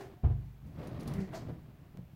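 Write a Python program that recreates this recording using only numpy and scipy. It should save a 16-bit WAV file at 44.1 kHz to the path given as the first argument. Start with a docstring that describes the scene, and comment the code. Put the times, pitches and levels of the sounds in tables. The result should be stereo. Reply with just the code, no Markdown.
"""A clutch linkage is worked once in a car's engine bay, heard close up over faint workshop noise.
A scuff opens, the metalwork sings and the linkage starts to rub; then a double thud booms through the
body shell and a faint hiss lingers. Soft knocks and more scuffs follow the travel, the return spring
ticks and the pivot groans briefly as it sticks and slips. After one last scuff the rubbing dies away
under a few light knocks, with one dry click near the end."""
import sys
import numpy as np
from scipy import signal
from scipy.fft import rfft, irfft
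from scipy.io import wavfile
from scipy.ndimage import uniform_filter1d

SR = 44100
rng = np.random.default_rng(int(sys.argv[2]) if len(sys.argv) > 2 else 0)


def wav_record(signal):
    """Record a signal, one row per channel, as 16-bit PCM in the file named by sys.argv[1]."""
    frames = np.transpose(np.atleast_2d(signal))
    bounded = np.clip(frames, -1, 1)
    # unit amplitude maps onto the largest positive 16-bit level
    quanta = np.round(bounded * 32767).astype(np.int16)
    wavfile.write(sys.argv[1], SR, quanta)


N = 94815
T = np.arange(N) / SR

# Noise colours. Each row: frequency in Hz, relative level in dB.
ROOM_TONE_EQ = [(15, -33.5), (29, 2), (40, -19.5), (58, -1.5), (90, -1.5), (135, -1.5), (253, -15.5),
                (500, -24.5), (650, -22), (1100, -28), (2500, -32.5), (5000, -41.5), (9000, -47),
                (15500, -38.5)]
RUB_EQ = [(80, -8), (170, 2), (285, 2), (400, -4), (515, -11), (590, -7), (900, -16), (1150, -15),
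          (1400, -22), (1950, -23), (2800, -28.5), (4500, -33.5), (8000, -51.5), (15000, -60)]
SHELL_RUMBLE_EQ = [(25, -37), (55, -2), (80, -0.5), (105, -1), (128, 5.5), (160, 1.5), (220, -10),
                   (400, -56.5)]
SCUFF_BODY_EQ = [(100, -25), (280, 6.5), (400, 3), (660, 1), (1250, -7.5), (1650, -7.5), (2600, -14),
                 (4500, -25.5), (9000, -32.5), (15000, -37)]
HISS_EQ = [(1500, -34), (3200, -8), (4400, 1), (7000, -3.5), (10000, -16), (14000, -13.5), (16000, -28.5)]
PANEL_RATTLE_EQ = [(60, -24.5), (150, -7.5), (250, 4), (400, -2), (520, -10.5), (720, -4), (1200, -18.5),
                   (2500, -29), (5000, -45), (12000, -74)]
KNOCK_RATTLE_EQ = [(100, -31), (230, 5.5), (380, -2), (465, -4), (700, -8), (1100, -21.5), (2500, -35),
                   (5000, -43), (12000, -70)]
TICK_CRACK_EQ = [(800, 1), (2500, -2), (4800, 5.5), (6500, 2), (7800, -3), (8900, 3), (9800, -11),
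                 (10800, 6), (12500, -4), (15500, -4.5)]

# Modes of the struck parts. Each row: frequency in Hz, relative level in dB, t60 in seconds.
SHELL_MODES = [(55.47, -10, 0.75), (80.7, 4.5, 0.26), (104.3, 6.5, 0.45), (130.04, 9, 0.57),
               (151.4, -19.5, 0.81), (206.4, -15, 0.47), (294, -20, 0.71), (381.7, -25.5, 0.32),
               (452.4, -19.5, .2), (611, -24.5, 0.23), (693, -13, 0.2), (732, -10.5, 0.098),
               (973, -33, 0.46)]
MOUNT_MODES = [(88.5, -9, 0.12), (125.2, -2.5, 0.43), (144.7, 2, .2), (170.5, 4, 0.23), (226.5, -11, 0.29)]
SPRING_MODES = [(3910, -19, .12), (4350, -18, .12), (5050, -16, .12), (6400, -21, .1), (6690, -20, .1),
                (7600, -22, .08), (8550, -21, .09), (9130, -22, .09), (10690, -11, .08), (11900, -24, .08)]

# Effort along the linkage's travel. Each row: time in seconds, rub in dB, shell rumble in dB.
TRAVEL_LEVELS = [(0, -66, -58.5), (.12, -52.5, -57.5), (.21, -69.5, -61), (.42, -60, -49.5),
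                 (.59, -87.5, -66.5), (0.669, -59.5, -41.5), (.745, -61.5, -50), (0.791, -46.5, -43),
                 (.89, -46.5, -48.5), (.96, -45.5, -41), (1.03, -46.5, -49.5), (1.071, -39.5, -40),
                 (1.161, -43.5, -36), (1.24, -52.5, -46), (1.42, -48.5, -48.5), (1.51, -52, -41),
                 (1.58, -59.5, -49.5), (1.87, -64, -59), (2.15, -86, -63)]
# Quick scuffs, and a faint, slowly fading hiss after the thud (second and third rows).
# Each row: peak time, attack and release t60 in seconds, body in dB, hiss in dB.
SCUFF_AND_HISS_CUES = [(.008, 0.076, 0.28, -45.5, -62.5), (.46, .12, 0.66, -74, -81),
                       (.67, 0.053, 0.53, -73, -78.5), (.838, 0.064, 0.21, -52, -73),
                       (1.212, 0.069, 0.24, -52, -61.5), (1.352, 0.025, 0.22, -43, -50.5)]
# Singing metalwork. Each row: peak time, attack and release t60 in seconds, pitch and width in Hz,
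# level in dB.
SING_CUES = [(.015, 0.021, 0.38, 383.3, 27.6, -48.5), (.02, 0.023, 1, 712, 72.2, -60),
             (.838, 0.013, .2, 513, 109, -47), (1.17, 0.052, 0.79, 1960, 423, -57),
             (1.352, 0.031, 0.21, 661, 70.5, -45), (1.352, 0.015, 0.067, 1630, 70, -64),
             (1.347, .005, .06, 4500, 200, -61)]
# Heavy blows on the shell. Each row: time in seconds, force in dB, contact in seconds, rattle in dB.
THUD_CUES = [(0.2357, -28, 0.00025, -46.5), (0.24, -14.5, .0024, -42.5), (0.2989, -36.5, 0.00023, -50)]
# The linkage hits the ends of its play. Each row: start in seconds, thump in dB, rattle in dB.
KNOCK_CUES = [(0.633, -58, -70), (.655, -54.5, -73), (0.692, -50, -66), (1.06, -42.5, -56),
              (1.122, -49, -64), (1.144, -39.5, -60), (1.483, -47, -40), (1.685, -54.5, -80),
              (1.945, -58, -54.5), (1.974, -49.5, -55), (1.99, -44.5, -68), (2.133, -54, -80)]
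# Ticks of the return spring. Each row: start in seconds, level in dB.
TICK_CUES = [(.872, -55.5), (0.998, -59.5), (1.005, -59), (1.0095, -60.5), (1.031, -59.5), (1.0738, -56.5),
             (1.077, -50), (1.082, -61), (1.1376, -50), (1.2035, -63)]
# The pivot's groan. Each row: time in seconds, pitch in Hz, level in dB.
GROAN_CURVE = [(1.13, 178, -56), (1.165, 197, -38.5), (1.205, 198, -36.5), (1.245, 188, -38.5),
               (1.272, 184, -53), (1.32, 168, -54), (1.36, 162, -70)]
# Its harmonics. Each row: multiple of the pitch, relative level in dB.
GROAN_HARMONICS = [(1, 0), (2, -11), (3, -26), (4, -28)]

RATTLE_RISE_S = 0.0092


def amp(db):
    """Decibels to gain."""
    return 10 ** (np.asarray(db) / 20)


def unit(x):
    """Scale to rms 1."""
    return x / np.sqrt(np.mean(x ** 2))


def colour(x, eq):
    """Shape a sound by (Hz, dB) points; rms 1."""
    hz, db = np.array(eq, float).T
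    f = np.maximum(np.fft.rfftfreq(N, 1 / SR), 1)
    gain = amp(np.interp(np.log(f), np.log(hz), db))
    return unit(irfft(rfft(x) * gain, N))


def low_cut(x, hz, order=3):
    """Roll off the bass."""
    return signal.sosfilt(signal.butter(order, hz, "high", fs=SR, output="sos"), x)


def spread(pair, wide_hz=750):
    """Two unrelated signals to left and right: centred in the bass, wide in the treble."""
    f = np.fft.rfftfreq(N, 1 / SR)
    side = irfft(rfft(pair[1]) * f / np.hypot(f, wide_hz), N)
    return np.array([pair[0] + side, pair[0] - side])


def noise(eq):
    """Stereo noise of a given colour."""
    return colour(spread(rng.standard_normal((2, N))), eq)


def wander(rate_hz):
    """Smooth random drift; rms 1."""
    size = max(int(SR / rate_hz), 2)
    return unit(uniform_filter1d(uniform_filter1d(rng.standard_normal(N), size), size))


def fade(start, t60):
    """Hard attack, exponential decay."""
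    return (T >= start) * np.exp(-np.log(1000) * np.maximum(T - start, 0) / t60)


def swell(peak, attack, t60):
    """Smooth rise to a peak, then exponential decay."""
    return np.where(T < peak, np.exp(-((T - peak) / attack) ** 2), fade(peak, t60))


def ring(modes, start=0):
    """Damped modes struck at a given time."""
    return sum(amp(db) * fade(start, t60) * np.sin(2 * np.pi * hz * (T - start))
               for hz, db, t60 in modes)


def convolve(x, response):
    """Pass a sound through a response."""
    return irfft(rfft(x, 2 * N) * rfft(response, 2 * N))[..., :N]


def push(time, contact):
    """Bell-shaped contact force of unit area: the longer, the duller."""
    force = np.exp(-.5 * ((T - time) / contact) ** 2)
    return force / force.sum()


def friction(eq, slips_per_s=1500, uneven_db=1, smear_t60=0.02):
    """Dense slips of uneven size, smeared by reflections in the engine bay."""
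    slips = (rng.random(N) < slips_per_s / SR) * amp(uneven_db * rng.standard_normal(N))
    energy = np.maximum(convolve(slips ** 2, fade(0, smear_t60 / 2)), 0)
    grain = np.sqrt(energy) * rng.standard_normal((2, N))
    return colour(spread(grain), eq)


def rubbing(flutter_db=1):
    """The moving linkage rubs and sets the shell rumbling."""
    times, rub_db, rumble_db = np.array(TRAVEL_LEVELS).T
    rub = amp(np.interp(T, times, rub_db) + flutter_db * wander(52.5)) * friction(RUB_EQ)
    rumble = amp(np.interp(T, times, rumble_db)) * friction(SHELL_RUMBLE_EQ)
    return rub + rumble


def scuffs_and_hiss(hiss_attack_share=0.27):
    """Quick scuffs, and a faint, slowly fading hiss after the thud; each has a body and a bright top."""
    body, hiss = friction(SCUFF_BODY_EQ), friction(HISS_EQ)
    out = 0
    for peak, attack, t60, body_db, hiss_db in SCUFF_AND_HISS_CUES:
        out += amp(body_db) * swell(peak, attack, t60) * body
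        out += amp(hiss_db) * swell(peak, attack * hiss_attack_share, t60) * hiss
    return out


def singing():
    """Sliding parts excite narrow resonances of the metalwork."""
    out = 0
    for peak, attack, t60, hz, width, db in SING_CUES:
        band = [(hz / 2, -50), (hz * hz / (hz + width), -13), (hz, 0), (hz + width, -13), (hz * 2, -50)]
        out += amp(db) * swell(peak, attack, t60) * noise(band)
    return out


def thuds(cut_hz=35.3, rattle_t60=0.2):
    """Padded blows boom through the body shell and rattle its panels."""
    force = sum(amp(db) * push(time, contact) for time, db, contact, _ in THUD_CUES)
    # Neighbouring modes oppose, so the boom blooms after the hit.
    shell = sum((-1) ** k * ring([mode]) for k, mode in enumerate(SHELL_MODES))
    boom = low_cut(convolve(force, shell), cut_hz)  # the shell radiates little sub-bass
    lean_right = amp([[-0.8], [0.8]])
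    shake = sum(amp(db) * swell(time + RATTLE_RISE_S, RATTLE_RISE_S, rattle_t60)
                for time, _, _, db in THUD_CUES)
    return boom * lean_right + shake * noise(PANEL_RATTLE_EQ)


def knocks(cut_hz=85, rattle_t60=0.16):
    """Light, cushioned knocks ring the mounting with a short rattle."""
    mount = sum(amp(db) * ring(MOUNT_MODES, start) for start, db, _ in KNOCK_CUES)
    cushion = np.hanning(64)
    thump = low_cut(convolve(mount, cushion / cushion.sum()), cut_hz)
    shake = sum(amp(db) * swell(start + RATTLE_RISE_S, RATTLE_RISE_S, rattle_t60)
                for start, _, db in KNOCK_CUES)
    return thump + shake * noise(KNOCK_RATTLE_EQ)


def spring_ticks(crack_db=2.5, crack_t60=0.041, tail_db=-28, tail_t60=0.092):
    """The spring's coils snap past each other: a crack and a brief ring, different left and right."""
    crack = amp(crack_db) * noise(TICK_CRACK_EQ)
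    out = 0
    for start, db in TICK_CUES:
        polarity = rng.choice([-1, 1], (2, len(SPRING_MODES)))
        coils = polarity @ np.array([ring([mode], start) for mode in SPRING_MODES])
        snap = fade(start, crack_t60) + amp(tail_db) * fade(start, tail_t60)
        out += amp(db) * (coils + crack * snap)
    return out


def pivot_groan(pitch_jitter=.008, waver_db=1):
    """Under the greatest load the pivot sticks and slips at a pitch."""
    times, hz, db = np.array(GROAN_CURVE).T
    pitch = np.interp(T, times, hz) * (1 + pitch_jitter * wander(140))
    phase = 2 * np.pi * np.cumsum(pitch) / SR
    tone = sum(amp(level) * np.sin(k * phase) for k, level in GROAN_HARMONICS)
    gain = amp(np.interp(T, times, db) + waver_db * wander(50))
    gate = (T > times[0]) & (T < times[-1])
    return unit(tone) * gain * gate


def click(start=1.9732, db=-40.5, decay_s=.0012):
    """One dry click with no ring."""
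    return -amp(db) * (T >= start) * np.exp(-np.maximum(T - start, 0) / decay_s)


def workshop(x, wet_db=-9, predelay_s=0.0096, t60=0.23, cut_hz=216):
    """Add diffuse reflections from the walls, thin in the bass."""
    tail = spread(rng.standard_normal((2, N))) * fade(predelay_s, t60)
    response = unit(low_cut(tail, cut_hz, order=2)) / np.sqrt(N)
    return x + amp(wet_db) * convolve(x, response)


def scene(room_tone_db=-57):
    """The linkage in the workshop, with the groan and the click close and dry, over the room tone."""
    linkage = thuds() + knocks() + rubbing() + singing() + scuffs_and_hiss() + spring_ticks()
    return workshop(linkage) + pivot_groan() + click() + amp(room_tone_db) * noise(ROOM_TONE_EQ)


def record(dry):
    """A steep low-pass trims the air above 15.8 kHz."""
    return signal.sosfilt(signal.ellip(10, .2, 80, 15800, fs=SR, output="sos"), dry)


dry = scene()
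out = record(dry)
wav_record(out)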